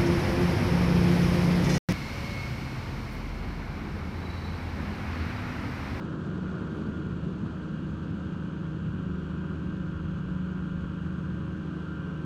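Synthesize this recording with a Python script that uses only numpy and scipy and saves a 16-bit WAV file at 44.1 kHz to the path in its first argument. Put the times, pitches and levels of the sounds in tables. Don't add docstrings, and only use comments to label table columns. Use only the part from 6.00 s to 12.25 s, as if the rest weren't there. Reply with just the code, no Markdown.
import sys
import numpy as np
from scipy import signal
from scipy.fft import rfft, irfft, next_fast_len
from scipy.io import wavfile
from scipy.ndimage import map_coordinates

SR = 44100
rng = np.random.default_rng(int(sys.argv[2]) if len(sys.argv) > 2 else 0)


def master(y):
    cut = np.clip(np.atleast_2d(y).T, -1, 1)
    pcm = np.round(cut * 32767)
    wavfile.write(sys.argv[1], SR, pcm.astype(np.int16))


N = 275625


def engine(turns):
    # t/s, level/dB at crank orders 1, 2, 4
    exhaust_levels = [(0.0, -46.5, -39.5, -44), (0.5, -45, -41, -49), (0.9, -43.5, -41, -52),
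                      (1.3, -50, -41, -47.5), (1.9, -45.5, -38.5, -47), (2.5, -49, -39, -47),
                      (3.1, -40, -38, -48.5), (3.9, -43.5, -39, -46.5), (4.9, -43, -39.5, -50),
                      (5.4, -42, -37.5, -46), (5.75, -46, -40.5, -46), (6.25, -43.5, -37.5, -45.5)]
    # crank order, relative level/dB
    casing_orders = [(8, -16), (12, -10.5), (13, -13.5), (14, -10), (15, -20.5), (16, -15), (17, -7.5),
                     (18, -8), (19, -10), (21, -18.5), (22, -15.5), (23, -16.5), (24, -23), (25, -32),
                     (28, -27), (30, -36), (32, -28.5), (34, -28), (35, -21), (36, -15.5), (37, -20),
                     (38, -18.5), (40, -25.5), (41, -18.5), (42, -26), (44, -26.5), (50, -30.5), (60, -36),
                     (61, -36.5), (62, -36), (66, -40), (69, -37), (72, -40.5), (74, -36), (75, -40.5),
                     (76, -35.5), (83, -40), (84, -39), (87, -41), (90, -42), (93, -41), (106, -44)]
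    # t/s, level/dB
    whine_levels = [(0.0, -60.5), (0.8, -61), (1.2, -62.5), (2.2, -59), (2.8, -61.5), (3.3, -60),
                    (3.7, -57.5), (4.25, -60), (4.5, -60), (4.9, -59.5), (5.3, -57.5), (5.7, -58.5),
                    (6.05, -54.5), (6.25, -53.5)]
    # t/s, level/dB
    whistle_levels = [(0.0, -90), (0.95, -83.5), (1.6, -85.5), (2.6, -87.5), (3.2, -93), (3.8, -85),
                      (4.6, -89), (5.25, -84), (5.7, -90), (6.25, -85)]
    whine_db, = curves(whine_levels)
    whistle_db, = curves(whistle_levels)
    drone = sum(amp(db) * tones(turns, [(order, 0)], waver_db=0.4, drift_rad=0.14)
                for order, db in zip((1, 2, 4), curves(exhaust_levels)))
    casing = amp(-58.5) * tones(turns, casing_orders, waver_db=2.5, drift_rad=0.38)
    whine = amp(whine_db) * tones(turns, [(20, 0)], waver_db=0.9, drift_rad=0.15)
    whistle = amp(whistle_db) * tones(turns, [(82, 0)], waver_db=0.8, drift_rad=0.6)
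    return drone + casing + casing_swells(turns) + whine + whistle + amp(-77.5) * clatter(turns)


def casing_swells(turns):
    # peak t/s, half-length/s, crank order, level/dB
    swells = [(0.48, 0.37, 18, -55.5), (0.99, 0.31, 18, -54), (1.9, 0.3, 18, -64.5), (3.2, 0.22, 18, -61),
              (3.51, 0.11, 18, -55.5), (3.95, 0.24, 18, -56.5), (4.6, 0.5, 18, -57),
              (5.43, 0.23, 18, -59.5), (5.95, 0.17, 18, -52), (0.53, 0.44, 32, -72), (5, 0.61, 32, -81),
              (3.25, 0.4, 72, -85), (6.15, 0.5, 74, -86.5), (1.6, 0.6, 76, -90), (5.8, 0.6, 76, -88.5),
              (5.95, 0.6, 76, -91), (4.7, 0.7, 84, -92.5), (5.15, 0.7, 106, -93)]
    t = np.arange(N) / SR
    out = np.zeros(N)
    for peak_s, half_s, order, db in swells:
        near = np.abs(t - peak_s) < half_s
        arch = np.cos(np.pi / 2 * (t[near] - peak_s) / half_s) ** 2
        phase = 2 * np.pi * (order * turns[near] + rng.random())
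        out[near] += np.sqrt(2) * amp(db) * arch * np.sin(phase)
    return out


def clatter(turns):
    # f/Hz, relative level/dB
    buzz_spectrum = [(3400, -15.5), (3700, 0.5), (4500, 4), (5100, -4), (6000, -3.5), (6600, -0.5),
                     (7200, -6), (8300, -7), (10000, -20.5), (13000, -36.5)]
    tick_at = np.interp(np.arange(1, int(turns[-1])), turns, np.arange(N))
    strength = 1 + 0.3 * rng.standard_normal(len(tick_at))
    taps = tick_at.astype(int)[:, None] + np.arange(-7, 9)
    offset = taps - tick_at[:, None]
    ticks = strength[:, None] * np.sinc(offset) * np.sinc(offset / 8)
    train = np.bincount(np.clip(taps, 0, N - 1).ravel(), ticks.ravel(), N)
    t = np.arange(SR // 20) / SR
    t60_s = 0.15
    ring = rng.standard_normal(len(t)) * amp(-60 * t / t60_s)
    return coloured(signal.fftconvolve(train, ring)[:N], buzz_spectrum)


def propeller(passes, wind_db, gust_db):
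    # t/s, level/dB at blade orders 2, 4
    hum_levels = [(0.0, -51, -51), (0.45, -36.5, -49.5), (0.75, -45, -46), (1.3, -38.5, -56),
                  (1.7, -40, -58), (2.4, -40, -66.5), (3.1, -35.5, -48), (3.5, -37.5, -53),
                  (4.8, -35.5, -55), (5.4, -38, -58.5), (6.0, -37.5, -51.5), (6.25, -41.5, -54.5)]
    # blade order, relative level/dB
    blade_orders = [(1, -17), (3, -15), (5, -30.5), (6, -23), (8, -38.5), (9, -35.5), (10, -34.5),
                    (11, -28.5), (12, -34), (13, -30), (14, -29.5), (15, -31.5), (16, -27.5), (17, -31),
                    (28, -42.5)]
    # t/s, level/dB
    thrum_levels = [(0.0, -37.5), (0.5, -39), (1.1, -37), (1.55, -39.5), (1.75, -38), (2.0, -38.5),
                    (2.7, -41), (3.2, -42), (3.55, -37.5), (3.9, -44), (5.2, -42.5), (6.25, -41.5)]
    # blade order, depth/dB
    chop_depths = [(1 / 3, 0.6), (1, 0.6), (2, 3.3), (3, 0.4), (4, 1.2)]
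    # f/Hz, relative level/dB
    thrum_spectrum = [(140, -20.5), (176, -4), (198, -1), (214, -1), (231, -5), (256, -7.5), (301, -10.5),
                      (341, -12), (402, -16), (600, -32), (1200, -85)]
    wash_spectrum = [(500, -3.5), (780, -19), (1000, -4.5), (1400, 4), (1600, -1.5), (1800, -10.5),
                     (2080, -17.5), (2400, -19), (3300, -25.5), (3800, -33.5), (6000, -62.5)]
    hum = sum(amp(db) * tones(passes, [(order, 0)], waver_db=1.6, drift_rad=0.19)
              for order, db in zip((2, 4), curves(hum_levels)))
    weak_tones = amp(-36 - wind_db - gust_db) * tones(passes, blade_orders, waver_db=0.9, drift_rad=0.16)
    thrum_db, = curves(thrum_levels)
    thrum = amp(thrum_db + wobble(7.1)) * noise(thrum_spectrum)
    turbulence_db = 0.44 * wobble(40) + 0.35 * wobble(6.1)
    chop_db = ripple_db(passes, chop_depths)
    wash = amp(-52 + 1.44 * gust_db) * noise(wash_spectrum, chop_db + turbulence_db)
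    return hum + weak_tones + thrum + wash


def slipstream(passes, wind_db, gust_db):
    # t/s, rumble level/dB, buffet level/dB
    thump_levels = [(0.0, -59, -40), (0.6, -52, -41.5), (1.15, -52, -38), (1.45, -56, -39),
                    (1.68, -58, -44), (1.9, -51, -40), (2.25, -63, -37.5), (2.6, -55, -42.5),
                    (2.92, -55, -35.5), (3.2, -45, -46.5), (3.5, -58, -39), (3.92, -46, -42),
                    (4.2, -44.5, -38), (4.55, -52, -44.5), (4.9, -43, -40), (5.2, -58, -41.5),
                    (5.45, -56.0, -37), (5.7, -54, -46), (6.25, -54, -40)]
    # f/Hz, relative level/dB
    rumble_spectrum = [(10, -31.5), (22, -7.5), (32, 3), (48, 2), (62, 10), (90, -4.5), (200, -60.5),
                       (600, -110)]
    buffet_spectrum = [(30, -38), (55, -15.5), (78, -1.5), (105, 1), (122, 0.1), (142, 0.5), (166, -3),
                       (212, -19), (300, -33), (900, -110)]
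    rush_spectrum = [(120, -20), (300, 4), (430, 1.8), (550, -3.5), (750, -9.5), (1000, -8.5), (1250, -11),
                     (1500, -15.5), (2000, -27.5), (4000, -70)]
    hiss_spectrum = [(1000, -6.5), (2500, 0), (3600, 2), (4400, 0.2), (5200, -7), (6600, -9), (8000, -13.5),
                     (10000, -21.5), (12500, -39.5)]
    eddies = wobble(45)
    flutter_db = ripple_db(passes, [(1, 0.41), (2, 0.37)])
    sputter_db = (0.55 + 0.17 * gust_db) * wobble(110)
    rumble_db, buffet_db = curves(thump_levels)
    rush_db = -52.5 + 1.4 * wind_db + eddies + 0.49 * wobble(5.5)
    hiss_db = -67.5 + 0.89 * wind_db + 0.44 * eddies + flutter_db + sputter_db
    rumble = amp(rumble_db + 0.89 * eddies) * noise(rumble_spectrum)
    buffet = amp(buffet_db + 0.81 * eddies) * noise(buffet_spectrum)
    return rumble + buffet + amp(rush_db) * noise(rush_spectrum) + amp(hiss_db) * noise(hiss_spectrum)


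def puffs():
    # peak t/s, length/s, level/dB
    whooshes = [(0.788, 0.068, -41), (1.518, 0.1, -47.5), (4.292, 0.059, -47), (6.088, 0.095, -46)]
    edge = (0.765, 0.09, -70.5)
    # f/Hz, relative level/dB
    whoosh_spectrum = [(120, -24), (260, 0.5), (400, 5.5), (600, -11), (1000, -18.5), (2000, -37),
                       (4000, -50.5), (8000, -74.5)]
    edge_spectrum = [(1500, -20), (3000, 0), (5000, -1), (8000, -7), (12500, -13)]
    t = np.arange(N) / SR

    def bump(peak_s, length_s, db):
        return amp(db) * np.exp(-((t - peak_s) / (length_s / 2)) ** 2)

    whoosh = sum(bump(*row) for row in whooshes) * noise(whoosh_spectrum)
    return whoosh + bump(*edge) * noise(edge_spectrum)


def airframe(turns, passes, wind_db):
    # f/Hz, width/Hz, relative level/dB
    modes = [(2370, 30, -2), (2455, 25, -5.5), (2574, 41, 1), (2655, 30, 1.5), (2760, 54, 3.5),
             (2820, 30, 5), (2918, 40, 12), (3025, 70, 5), (3180, 32, -1.5), (3325, 48, 1.5)]
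    # f/Hz, relative level/dB
    rasp_spectrum = [(1700, -25.5), (2050, -9), (2400, 2), (2900, -1), (3300, 1), (3700, -15.5),
                     (5000, -41.5)]

    def response(hz):
        return sum(amp(db) * 1j * hz * width_hz / (mode_hz ** 2 - hz ** 2 + 1j * hz * width_hz)
                   for mode_hz, width_hz, db in modes)

    pulse_db = ripple_db(turns, [(1, 1.1), (2, 0.5)]) + ripple_db(passes, [(2, 0.4)])
    shake = rng.standard_normal(N) * amp(pulse_db + 0.5 * wobble(35))
    ringing = amp(-67 - 0.37 * wind_db) * unit(filtered(shake, response))
    return ringing + amp(-65) * noise(rasp_spectrum, pulse_db)


def tones(cycles, orders, waver_db, drift_rad):
    out = np.zeros(N)
    for order, db in orders:
        phase = 2 * np.pi * (order * cycles + rng.random()) + drift_rad * wobble(6)
        out += np.sqrt(2) * amp(db + waver_db * wobble(9)) * np.sin(phase)
    return out


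def ripple_db(cycles, depths):
    return sum(db * np.cos(2 * np.pi * order * cycles) for order, db in depths)


def noise(spectrum, modulation_db=0):
    return coloured(rng.standard_normal(N) * amp(modulation_db), spectrum)


def coloured(x, spectrum):
    knots_hz, db = np.transpose(spectrum)
    return unit(filtered(x, lambda hz: amp(np.interp(np.log(hz + 1), np.log(knots_hz + 1), db))))


def filtered(x, response):
    size = next_fast_len(N + SR // 4)
    return irfft(rfft(x, size) * response(np.fft.rfftfreq(size, 1 / SR)), size)[:N]


def wobble(rate_hz):
    at = np.linspace(0, N, 2048)
    smooth = map_coordinates(rng.standard_normal(1024), [at * rate_hz / SR], mode="wrap")
    return np.interp(np.arange(N), at, smooth)


def curves(rows):
    times_s, *columns = np.transpose(rows)
    return [np.interp(np.arange(N) / SR, times_s, column) for column in columns]


def amp(db):
    return 10 ** (np.asarray(db) / 20)


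def unit(x):
    return x / np.sqrt(np.mean(x ** 2) + 1e-20)


def scene():
    # t/s, f/Hz
    crank_rates = [(0.0, 79.36), (1.4, 78.47), (2.0, 78.45), (2.5, 78.3), (3.05, 78.82), (3.85, 78.32),
                   (4.85, 78.65), (5.5, 78.34), (6.25, 77.56)]
    # t/s, level/dB over calm cruise
    wind_levels = [(0.0, 5.5), (0.15, 5), (0.45, 4.5), (0.6, 5.5), (0.78, 5), (1.0, 3.5), (1.25, 3),
                   (1.55, 3.5), (1.9, 2.5), (2.2, 2.5), (2.9, 0), (3.55, 1), (4.2, -0.5), (5.0, 0),
                   (5.5, 0.5), (5.8, 2.5), (6.05, -0.5), (6.25, 0.5)]
    blades, gear_ratio, gust_threshold_db = 3, 2.579, 3
    crank_hz, = curves(crank_rates)
    turns = np.cumsum(crank_hz) / SR
    passes = blades * turns / gear_ratio
    wind_db, = curves(wind_levels)
    gust_db = np.maximum(wind_db - gust_threshold_db, 0)
    machine = engine(turns) + airframe(turns, passes, wind_db) + propeller(passes, wind_db, gust_db)
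    return (machine + slipstream(passes, wind_db, gust_db) + puffs())[None]


def record(dry):
    return filtered(dry[0], lambda hz: hz < 12750)[None]


dry = scene()
out = record(dry)
master(out)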